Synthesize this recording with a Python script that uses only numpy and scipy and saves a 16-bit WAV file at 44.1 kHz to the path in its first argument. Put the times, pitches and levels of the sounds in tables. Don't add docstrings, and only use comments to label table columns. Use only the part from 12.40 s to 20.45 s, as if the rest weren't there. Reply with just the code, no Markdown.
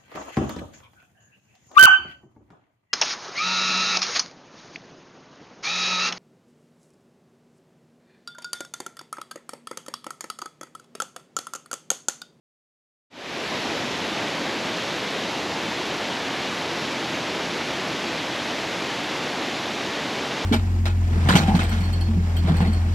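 import sys
import numpy as np
from scipy import signal
from scipy.fft import rfft, irfft, next_fast_len
from scipy.io import wavfile
from scipy.ndimage import uniform_filter1d

SR = 44100
rng = np.random.default_rng(int(sys.argv[2]) if len(sys.argv) > 2 else 0)


def persist_wave(psi):
    counts = np.round(np.clip(psi, -1, 1) * 32767).astype(np.int16)
    wavfile.write(sys.argv[1], SR, np.atleast_2d(counts).T)


def boost(x):
    u = np.asarray(x, float) / 20
    return 10 ** u


N = 355005

# (frequency [Hz], relative density [dB per Hz])
ROAR_SPECTRUM = [(15, -61), (25, -34.5), (79, -12), (157, -4.5), (291, 0.5), (441, -3), (564, -2.5),
                 (776, -4.5), (856, -4.5), (1330, -8.5), (2020, -7.5), (3640, -10), (6240, -20),
                 (7410, -25.5), (8800, -35), (11400, -65), (19400, -120)]
# (frequency [Hz], relative density [dB per Hz])
SPRAY_SPECTRUM = [(9100, -16), (9300, -5), (10400, 1.5), (11200, 1), (12900, -10), (13740, -20),
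                  (13800, -25), (14300, -34)]
# (frequency [Hz], level [dB])
WIDTH_SPECTRUM = [(30, -9), (80, -21), (160, -34), (250, -44), (700, -39), (1500, -30.5), (2800, -32),
                  (5000, -18.5), (8000, -11.5), (9300, -28), (10000, -21), (11000, -13), (12100, -0.5),
                  (14000, -2)]
# (from [Hz], to [Hz])
GAP_HZ = (8945, 9085)
# (start [s], length [s])
FADE_IN_S = (.7, 0.54)
# (from [s], to [s])
DIFFERENCE_SPELLS_S = [(.7, 1.54), (2.8, 2.89), (3.07, 3.35), (4.4, 4.88), (5.57, 5.97), (6.27, 7.02)]
# (frequency [Hz], level [dB])
LEAN_SPECTRUM = [(10800, 0), (11650, -3), (12000, -3.5), (12600, 0)]

ROAR_RMS_DB, SPRAY_RMS_DB = -27.5, -57
GAP_GAIN_DB = -22
BUBBLES_PER_S, BUBBLE_POWER_SHARE = 9000, 0.095


def evened(x):
    return x / np.sqrt(np.mean(x ** 2) + 1e-20)


def read_db(spectrum, hz):
    point_hz, point_db = np.transpose(spectrum)
    return np.interp(np.log(hz + 1), np.log(point_hz + 1), point_db)


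def coloured(x, gain):
    size = next_fast_len(N)
    hz = np.fft.rfftfreq(size, 1 / SR)
    return irfft(rfft(x, size) * gain(hz), size)[..., :N]


def churn(patchy_db, flicker_db, crackle_db):
    hop, bins = 128, 257
    frames = N // hop + 5
    real, imag, patches = rng.standard_normal((3, frames, bins))
    patches = uniform_filter1d(patches, size=24, axis=0)
    patches = evened(uniform_filter1d(patches, size=6, axis=1))
    flicker = rng.standard_normal((frames, bins))
    flicker = evened(uniform_filter1d(flicker, size=80, axis=1))
    fineness = np.minimum(np.linspace(0, SR / 2 / 13000, num=bins) ** 4, 1)
    level_db = patchy_db * patches + (flicker_db + crackle_db * fineness) * flicker
    frame_spectra = (real + 1j * imag) * boost(level_db)
    noise = signal.istft(frame_spectra.T, nperseg=512, noverlap=512 - hop)[1]
    return evened(noise[:N])


def bubbles(decay_cycles, rise, spread_db):
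    kinds_hz = np.geomspace(120, 13500, num=40)
    when, which, loud = rng.random((3, N))
    starts = when < BUBBLES_PER_S / SR
    size = starts * boost(-spread_db * np.log(np.maximum(loud, .003)))
    kind = np.searchsorted(np.cumsum(kinds_hz) / kinds_hz.sum(), which)
    out = np.zeros(N)
    for k, hz in enumerate(kinds_hz):
        cycles = np.arange(0, decay_cycles * 2, hz / SR)
        tone = np.sin(2 * np.pi * cycles * (1 + rise * cycles / decay_cycles))
        ring = tone * np.exp(-3 * cycles / decay_cycles) * np.minimum(cycles, 1)
        out += signal.oaconvolve(size * (kind == k), ring / np.linalg.norm(ring))[:N]
    return evened(out)


def in_spells(difference):
    t = np.arange(N) / SR
    passed = sum((t > start) * (t < end) * 1. for start, end in DIFFERENCE_SPELLS_S)
    return difference * uniform_filter1d(passed, size=800)


def falls():
    water = np.sqrt(1 - BUBBLE_POWER_SHARE) * churn(patchy_db=0.49, flicker_db=0.15, crackle_db=2.0)
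    water += np.sqrt(BUBBLE_POWER_SHARE) * bubbles(decay_cycles=6.2, rise=.12, spread_db=2.5)
    apart = churn(patchy_db=3.5, flicker_db=1.0, crackle_db=4.5)
    apart = coloured(apart, lambda hz: boost(read_db(WIDTH_SPECTRUM, hz)))
    both = np.array([water, apart])

    split_hz = np.mean(GAP_HZ)
    roar = coloured(both, lambda hz: boost(read_db(ROAR_SPECTRUM, hz)) * (hz < split_hz))
    spray = coloured(both, lambda hz: boost(read_db(SPRAY_SPECTRUM, hz)) * (hz > split_hz))

    roar[1] = in_spells(roar[1])
    roar *= boost(ROAR_RMS_DB) / np.std(roar[0])
    spray *= boost(SPRAY_RMS_DB) / np.std(spray[0])
    return roar + spray


def scene():
    shared, apart = falls()
    return np.array([shared + apart, shared - apart])


def roll_off(x):
    return signal.sosfilt(signal.butter(12, 14320, fs=SR, output="sos"), x)


def record(dry):
    low_hz, high_hz = GAP_HZ
    sides = np.array([[.5], [-.5]])

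    def gain(hz):
        in_gap = (hz > low_hz) * (hz < high_hz)
        return boost(sides * read_db(LEAN_SPECTRUM, hz) + GAP_GAIN_DB * in_gap)

    heard = coloured(dry, gain)
    start_s, length_s = FADE_IN_S
    progress = np.clip((np.arange(N) / SR - start_s) / length_s, 0, 1)
    return roll_off(heard * np.sin(np.pi / 2 * progress))


dry = scene()
out = record(dry)
persist_wave(out)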